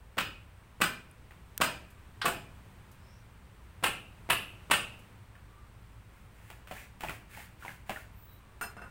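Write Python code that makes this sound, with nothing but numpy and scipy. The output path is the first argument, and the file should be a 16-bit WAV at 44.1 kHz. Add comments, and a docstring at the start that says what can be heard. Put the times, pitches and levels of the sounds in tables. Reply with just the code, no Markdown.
"""A hard-walled bar, one microphone a few metres from a metal scoop chopping seven times into crushed ice.
Each blow arrives first as a thud through the counter, then as a crunch through the air, and the steel
rings briefly. Then the scoop digs through loose, wet ice, lumps knock about and metal clinks and settles.
Faint ticks and thin tones come and go over the room's noise and a low hum."""
import sys
import numpy as np
from scipy import signal
from scipy.fft import rfft
from scipy.io import wavfile
from scipy.ndimage import uniform_filter1d

SR = 44100
rng = np.random.default_rng(int(sys.argv[2]) if len(sys.argv) > 2 else 0)


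def dump_mix(stems):
    """Bounce the given channels to the path in sys.argv[1] as a 16-bit WAV at rate SR."""
    frames = np.atleast_2d(stems).T  # one column per channel
    limited = np.clip(frames, -1, 1)  # hard clip at full scale
    pcm = np.round(limited * 32767).astype(np.int16)
    wavfile.write(sys.argv[1], SR, pcm)


N = 392490
TIME = np.arange(20480) / SR  # seconds within one short sound
HZ = np.fft.rfftfreq(4096, 1 / SR)  # frequencies of every filter curve

# The bar's reverberation. Each row: frequency in Hz, seconds to fall 60 dB.
ROOM_DECAY = [(100, 0.22), (400, 0.59), (1000, 0.34), (2700, 0.42), (6000, .36), (15000, 0.29)]
# Scattered returns from the walls. Each row: delay in seconds, spread in seconds, dB over the tail.
WALL_RETURNS = [(0.0246, 0.0049, 5.5), (0.04, 0.0011, 3)]
# Colour of the room tone. Each row: frequency in Hz, gain in dB.
ROOM_TONE_COLOUR = [(20, -8), (36, -11), (56, -3), (110, -1.5), (145, -10), (185, -8), (260, -17),
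                    (700, -22), (950, -19), (2400, -25.5), (5200, -38), (7100, -39.5), (8400, -34.5),
                    (11500, -43.5), (15500, -38)]
# Level of the room's noise, which swells as the chops' reverberation lingers.
# Each row: time in seconds, level in dB.
ROOM_TONE_LEVELS = [(0, -57), (2.2, -54.5), (2.6, -53.5), (3.4, -56), (4.9, -52), (5.3, -56), (8.9, -56)]
# The low hum. Each row: pitch in Hz, level in dB, width in Hz.
HUM_TONES = [(55.9, -58.5, 26), (107.8, -62, 19)]
# Blows of the scoop. Each row: start in seconds, level in dB, contact from 0 (edge) to 1 (tip),
# extra body in dB, extra sizzle in dB, centre of the sizzle in Hz.
BLOWS = [(0.1802, -29, 0.31, -1.5, -7, 10200), (0.8134, -24.5, 0, 2, -3, 11600),
         (1.612, -25, 0.17, 6, 4, 5400), (2.254, -27, 0, 11.5, 1, 9000), (3.8366, -26, 0.67, 4, 6, 10000),
         (4.2997, -24.5, 0.88, 2, 10.5, 11300), (4.7099, -22.5, 0.75, 1.5, 6.5, 8950)]
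# The counter's thud. Each row: frequency in Hz, gain in dB.
COUNTER_COLOUR = [(40, -6), (90, 0), (200, 0), (500, 3), (1200, -4), (2200, -8.5), (5000, -27),
                  (15000, -31)]
# How the thud dies. Each row: frequency in Hz, seconds to fall 60 dB.
COUNTER_DECAY = [(80, 0.98), (200, 0.78), (500, 0.27), (1500, 0.36), (10000, 0.37)]
# Ice giving way. Each row: frequency in Hz, gain in dB under the edge, gain in dB under the tip.
CRUNCH_COLOUR = [(60.4, -35, -18), (170, -3.5, -13), (374, -14, -15.5), (773, -12, -5), (1070, -8, -0.5),
                 (1470, -0.5, -1), (1910, -9, -4.5), (2760, -7, -3), (3430, -13, -6.5), (6180, -24, -26.5),
                 (8360, -13.5, -20), (10000, -21.5, -22), (13000, -20.5, -30), (15500, -19, -21)]
# The scoop's steel. Each row: pitch in Hz, dB struck on the edge, dB on the tip, seconds to fall 60 dB.
SCOOP_MODES = [(980, -15, 17, 0.037), (1142, 2, 9, 0.053), (1442, -5.5, -4, 0.29), (1580, -10, -14, 0.19),
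               (1780, -18, 11, 0.28), (1960, -13, 5, 0.17), (2400, -10, -37, 0.55), (2513, -6, 1, 0.5),
               (2593, -4.5, 7.5, 0.18), (2810, -18, 4, 0.42), (2900, -23, -6, 0.48), (2950, -8, -2, 0.35),
               (3105, -12.5, -11, 0.33), (3520, -18, -28, 0.14), (4970, -14.5, -12, 0.37),
               (8120, -9, -21, 0.21), (8240, -12, -3, 0.22)]
# Dry ticks close by. Each row: start in seconds, level in dB, half width in octaves, decay in seconds.
DRY_TICKS = [(1.112, -68.5, 0.35, 0.0018), (1.5779, -42, 15, 0.0017), (1.903, -69, 1.2, .02),
             (2.915, -66.5, 2.7, 0.022), (4.99, -70, 1.1, 0.018)]
# Wet lumps. Each row: start in seconds, level in dB, hollow pitch in Hz, hollow ring over crack in dB.
LUMP_KNOCKS = [(1.308, -59.5, 1900, -3), (5.353, -62, 1770, 2), (6.501, -53, 890, -8.5),
               (6.672, -56, 1500, -9), (6.711, -45, 736, -1), (7.0067, -48, 1180, -13),
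               (7.035, -40.5, 862, 0), (7.0855, -45.5, 2490, 3), (7.094, -44, 1390, -4.5),
               (7.373, -53, 860, 1), (7.624, -54.5, 1420, 5), (7.649, -48.5, 986, 2),
               (7.6806, -47, 2090, 6), (7.894, -38.5, 777, -2.5), (7.961, -48, 1800, 14)]
# A lump's crack. Each row: frequency in Hz, gain in dB.
LUMP_COLOUR = [(60, 3), (180, 1.5), (400, -2), (900, 1.5), (1600, -2), (2700, 0.5), (3800, -12.5),
               (6000, -19), (8700, -15.5), (12000, -23.5), (15500, -14.5)]
# A glancing touch. Each row: frequency in Hz, gain in dB.
CLACK_COLOUR = [(100, -26), (700, -14), (1050, 1.5), (1600, 4), (2300, -8), (3200, -2.5), (5300, -9.5),
                (6200, -25), (8500, -21), (15000, -35)]
# Far-off tones. Each row: start in seconds, length in seconds, pitch in Hz, level in dB.
DISTANT_TONES = [(5.42, 0.36, 1187, -68), (8.24, 0.2, 3900, -73), (8.3, 0.34, 1146, -71)]
# Strokes through loose ice. 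Each row: start in seconds, level in dB.
DIG_STROKES = [(6.09, -68), (6.3, -65.5), (6.42, -61.5), (6.68, -50), (6.99, -49), (7.29, -49.5),
               (7.585, -52.5), (7.859, -51)]
# Crumbs on steel. Each row: frequency in Hz, gain in dB.
SCRAPE_COLOUR = [(100, -1), (500, -13), (900, -7), (1500, 4.5), (2300, 4.5), (3600, -7), (5500, -10.5),
                 (8700, -6.5), (12000, -11), (15500, -6)]
# The squeak's partials. Each row: factor on its pitch, dB against its level.
SQUEAK_PARTIALS = [(.81, -13), (.97, 6), (1.03, -5), (1.1, 8)]
# Metal touching metal. Each row: start in seconds, level in dB, decay of the chatter in seconds.
METAL_TOUCHES = [(8.612, -36.5, 0.0053), (8.767, -48.5, 0.0084), (8.816, -47.5, 0.023)]
# The clink's ring. Each row: pitch in Hz, relative level in dB, seconds to fall 60 dB if left free.
CLINK_MODES = [(702, -10, 0.26), (1435, -1.5, 0.41), (1540, -7, 0.24), (2681, -6.5, 0.36),
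               (4200, -20, 0.43), (5130, -13.5, 0.26), (6160, -21, 0.27), (7030, -18, 0.25),
               (8570, -10.5, 0.31), (9000, -9, 0.23), (11660, -17, 0.24), (12800, -15, 0.24),
               (14500, -13, 0.26)]

STROKE_S, STROKE_RISE_S = 0.18, 0.08  # the scoop speeds up, then slows to a stop


def amp(db):
    """Decibels to gain."""
    return 10 ** (np.asarray(db) / 20)


def unit(x):
    """Scales to an energy of one."""
    return x / np.sqrt(np.sum(x ** 2) + 1e-20)


def curve(points, hz=HZ):
    """Joins points by straight lines over log frequency."""
    f, value = np.transpose(points)
    return np.interp(np.log(hz + 1), np.log(f + 1), value)


def bump(hz, octaves):
    """A bell of height one over log frequency."""
    return np.exp(-.5 * (np.log2((HZ + 1) / hz) / octaves) ** 2)


def add(mix, start, db, sound):
    """Mixes in a sound whose energy equals a twentieth of a second at db."""
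    part = mix[max(round(start * SR), 0):][:len(sound)]
    part += amp(db) * np.sqrt(SR / 20) * unit(sound)[:len(part)]


def colour(x, db):
    """Causal filter with the given gain over HZ."""
    log_gain = np.log(amp(np.r_[db, db[-2:0:-1]]))
    taps = np.fft.ifft(np.exp(np.conj(signal.hilbert(log_gain)))).real
    return signal.oaconvolve(x, taps[:len(HZ)])[:len(x)]


def grains(envelope, per_s, spread_db):
    """Random clicks of uneven size under an envelope."""
    count = len(envelope)
    size = amp(spread_db * np.minimum(rng.exponential(1, count), 3))
    return unit(envelope * size * rng.choice([-1, 1], count) * (rng.random(count) < per_s / SR))


def whiten(x):
    """Evens out the broad colour of a short burst."""
    power = uniform_filter1d(abs(rfft(x[:2 * len(HZ) - 2])) ** 2, size=36)
    return unit(colour(x, -10 * np.log10(abs(power) + 1e-6)))


def dying_noise(t60):
    """Noise in which each band dies at its own speed."""
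    hz, t, bands = signal.stft(rng.choice([-1., 1.], len(TIME)), SR, nperseg=256)
    fade = amp(-60 * t / curve(t60, hz)[:, None])
    return unit(signal.istft(bands * fade, SR)[1][:len(TIME)])


def complex_noise(count):
    """Random values that unsettle a tone's level and phase."""
    return rng.standard_normal(count) + 1j * rng.standard_normal(count)


def ring(modes, blur):
    """Decaying modes, each with an energy set by its dB; reflections make them waver."""
    out, moments = 0, np.linspace(0, TIME[-1], 32)
    for hz, db, t60 in modes:
        waver = np.interp(TIME, moments, 1 + blur * complex_noise(len(moments)))
        tone = np.exp((2j * np.pi * hz - np.log(1000) / t60) * TIME + 2j * np.pi * rng.random())
        out = out + amp(db) * unit((waver * tone).real)
    return unit(out)


def fuzzy_tone(hz, width_hz):
    """A wavering tone of rms one that follows a pitch curve."""
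    pole = np.exp(-np.pi * width_hz / SR)
    waver = signal.lfilter([1], [1, -2 * pole, pole * pole], complex_noise(len(hz)))
    tone = np.exp(2j * np.pi * np.cumsum(hz) / SR)
    return np.sqrt(len(hz)) * unit((waver * tone).real)


def glide(start, length, hz, db, width_hz, arch=0, rise_hz_per_s=0):
    """A fuzzy tone swells and fades once; its pitch may climb, or arch by a share of itself."""
    swell = np.sin(np.pi * np.minimum(TIME / length, 1))
    pitch = hz * (1 - arch * (1 - swell)) + rise_hz_per_s * (TIME - length / 2)
    out = np.zeros(N)
    out[round(start * SR):][:len(TIME)] = amp(db) * swell * fuzzy_tone(pitch, width_hz)
    return out


def room(x, wet_db):
    """Direct sound at the microphone, then a diffuse tail that swells where the walls answer."""
    swell_db = sum(db * np.exp(-((TIME - delay) / spread) ** 2) for delay, spread, db in WALL_RETURNS)
    onset = np.clip((TIME - .003) / 0.0014, 0, 1)
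    response = amp(wet_db) * whiten(dying_noise(ROOM_DECAY) * onset * amp(swell_db))
    response[0] += 1
    return signal.oaconvolve(x, unit(response))[:len(x)]


def room_tone():
    """The bar's noise, which swells as the chops' reverberation lingers, and a wavering low hum."""
    air = np.sqrt(N) * unit(colour(rng.standard_normal(N), curve(ROOM_TONE_COLOUR)))
    level_db = np.interp(np.arange(N) / SR, *np.transpose(ROOM_TONE_LEVELS))
    hum = sum(amp(db) * fuzzy_tone(np.full(N, hz), width) for hz, db, width in HUM_TONES)
    return air * amp(level_db) + hum


def counter_thuds(lead_s=.0092):
    """Each chop runs through the woodwork and reaches the microphone ahead of its airborne sound."""
    out = np.zeros(N)
    for start, db, _, body_db, *_ in BLOWS:
        push = (TIME == 0) * 0.25 + dying_noise(COUNTER_DECAY)
        thud_db = -31.5 + .3 * db + 0.26 * body_db  # harder and deeper chops shake it more
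        add(out, start - lead_s, thud_db, colour(push, curve(COUNTER_COLOUR)))
    return out


def chops(body_hz=614, shimmer_hz=2720, shimmer_t60_s=0.51):
    """The steel bites, the ice gives way a few ms later, crumbs scatter and the scoop rings."""
    out = np.zeros(N)
    bite = (TIME < .0105) * (.55 + np.exp(-((TIME - .0065) / .003) ** 2))
    for start, db, tip, body_db, sizzle_db, sizzle_hz in BLOWS:
        crack = whiten(grains(bite, per_s=14000, spread_db=2.94))
        crumbs = grains(np.exp(-TIME / 0.022), per_s=1600, spread_db=0.43)
        crumbs *= amp(-15 + 1.3 * body_db)  # deeper chops crumble more ice
        crunch_db = curve([(hz, a + tip * (b - a)) for hz, a, b in CRUNCH_COLOUR])
        crunch = unit(colour(whiten(room(crack + crumbs, wet_db=0.5)), crunch_db))
        # The tip sets a cluster of close steel modes shimmering.
        cluster = colour(rng.standard_normal(len(TIME)), 40 * bump(shimmer_hz, 0.23))
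        shimmer = unit(cluster * amp(-60 * TIME / shimmer_t60_s))
        modes = [(hz, a + tip * (b - a), t60) for hz, a, b, t60 in SCOOP_MODES]
        steel = ring(modes, blur=1.3) * np.minimum(TIME / 0.0055, 1)
        chop = crunch + amp(-4) * steel + tip * amp(-3.5) * shimmer
        emphasis_db = body_db * bump(body_hz, 0.61) + sizzle_db * bump(sizzle_hz, 0.36)
        add(out, start, db, colour(chop, emphasis_db))
    return out


def ticks(centre_hz=10200):
    """Tiny dry snaps and fizzes close to the microphone."""
    out = np.zeros(N)
    for start, db, octaves, decay_s in DRY_TICKS:
        snap = grains(np.exp(-TIME / decay_s), per_s=19000, spread_db=3.4)
        add(out, start, db, colour(snap, 35 * bump(centre_hz, octaves)))
    return out


def lump(db, hz, hollow_db):
    """A lump strikes with a short crackle, and the wet hollow around it rings for a few cycles."""
    strike = np.minimum(TIME / .002, 1) * (np.exp(-TIME / .0028) + .13 * np.exp(-TIME / .014))
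    crack = whiten(room(grains(strike, per_s=12000, spread_db=4.5), wet_db=-3))
    cycles = hz * TIME
    envelope = (1 - np.exp(-cycles / 1.2)) * np.exp(-cycles / 4.1)
    hollow = room(np.sin(2 * np.pi * cycles) * envelope, wet_db=-7)
    tilt_db = (-0.7 - 0.21 * hollow_db) * np.log2(HZ / 1000 + .5)  # hollower lumps crack duller
    bass_db = 0.36 * max(db + 51, 0) * bump(220, 0.75)  # louder lumps are heavier and bump the bin
    return unit(colour(crack, curve(LUMP_COLOUR) + tilt_db + bass_db)) + amp(hollow_db) * unit(hollow)


def knocks(rebound_s=.0105, jostle_hz=1900, jostle_db=-7):
    """Large lumps knock and drop back, softer and lower; each stroke also jostles two small ones."""
    out = np.zeros(N)
    for start, db, hz, hollow_db in LUMP_KNOCKS:
        add(out, start, db, lump(db, hz, hollow_db))
        add(out, start + rebound_s * rng.uniform(.9, 1.1), db - 4, lump(db, hz * .8, hollow_db))
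    for start, db in DIG_STROKES:
        for when, pitch in rng.random(size=(2, 2)):
            hz = jostle_hz * 2 ** (0.44 * (2 * pitch - 1))
            small_lump = lump(db + jostle_db, hz, hollow_db=4)
            add(out, start + STROKE_RISE_S * (.5 + when), db + jostle_db, small_lump)
    return out


def clack():
    """The scoop glances off a lump just before the fourth chop."""
    out = np.zeros(N)
    touch = np.exp(-TIME / 0.013) * np.minimum(TIME / .003, 1)
    rattle = whiten(room(grains(touch, per_s=9000, spread_db=0.92), wet_db=-3.5))
    add(out, start=2.2145, db=-35, sound=colour(rattle, curve(CLACK_COLOUR)))
    return out


def whistle():
    """A faint, airy whistle that rises."""
    return glide(start=2.98, length=.28, hz=5450, db=-72, width_hz=640, rise_hz_per_s=3400)


def far_tones():
    """Thin, fuzzy tones far off, at the edge of hearing."""
    return sum(glide(*row, width_hz=90) for row in DISTANT_TONES)


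def strokes():
    """Crumbs slide along the steel, louder as the scoop speeds up."""
    level, t = np.zeros(N), np.arange(N) / SR
    for start, db in DIG_STROKES:
        speed = np.interp(t - start, [0, STROKE_RISE_S, STROKE_S], [0, 1, 0])
        level += amp(db) * np.sqrt(speed)
    crumbs = grains(np.ones(N), per_s=2200, spread_db=3.3)
    return level * np.sqrt(N) * unit(colour(crumbs, curve(SCRAPE_COLOUR)))


def squeak():
    """A very high, faint squeak of several partials that arch together."""
    return sum(glide(start=8.12, length=.29, hz=14400 * factor, db=db - 72, width_hz=160, arch=.14)
               for factor, db in SQUEAK_PARTIALS)


def clink():
    """A light metal-on-metal tap that chatters and is soon damped, then two duller touches as it settles."""
    out = np.zeros(N)
    damping = np.exp(-np.maximum(TIME - .1, 0) / 0.021)
    tap_db = curve(LUMP_COLOUR) + 9 * bump(1500, 0.37) - 6 * bump(2700, 0.54) + 3 * bump(9200, 0.79)
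    first_db = METAL_TOUCHES[0][1]
    for start, db, chatter_s in METAL_TOUCHES:
        contact = np.exp(-TIME / chatter_s) + 0.2 * np.exp(-TIME / 0.017)
        chatter = whiten(room(grains(contact, per_s=5500, spread_db=2), wet_db=1.5))
        tap = unit(colour(chatter, tap_db))
        metal = ring(CLINK_MODES, blur=0.92) * damping * np.minimum(TIME / 0.0026, 1)
        dull_db = 0.58 * (db - first_db) * np.log2(1 + HZ / 1500)  # weaker touches lose treble
        add(out, start, db, colour(metal + amp(-0.5) * tap, dull_db))
    return out


def scene():
    """Ice work a few metres off, thuds through the counter, faint small sounds and room tone, in mono."""
    ice = chops() + clack() + knocks() + room(strokes(), wet_db=0) + clink()
    faint = ticks() + squeak() + whistle() + far_tones()
    return (ice + counter_thuds() + faint + room_tone())[None]


def record(dry):
    """The recorder cuts the treble above 15.9 kHz."""
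    lowpass = signal.firwin(511, 15900, window=("kaiser", 9), fs=SR)
    return signal.oaconvolve(dry, lowpass[None], "same")


dry = scene()
out = record(dry)
dump_mix(out)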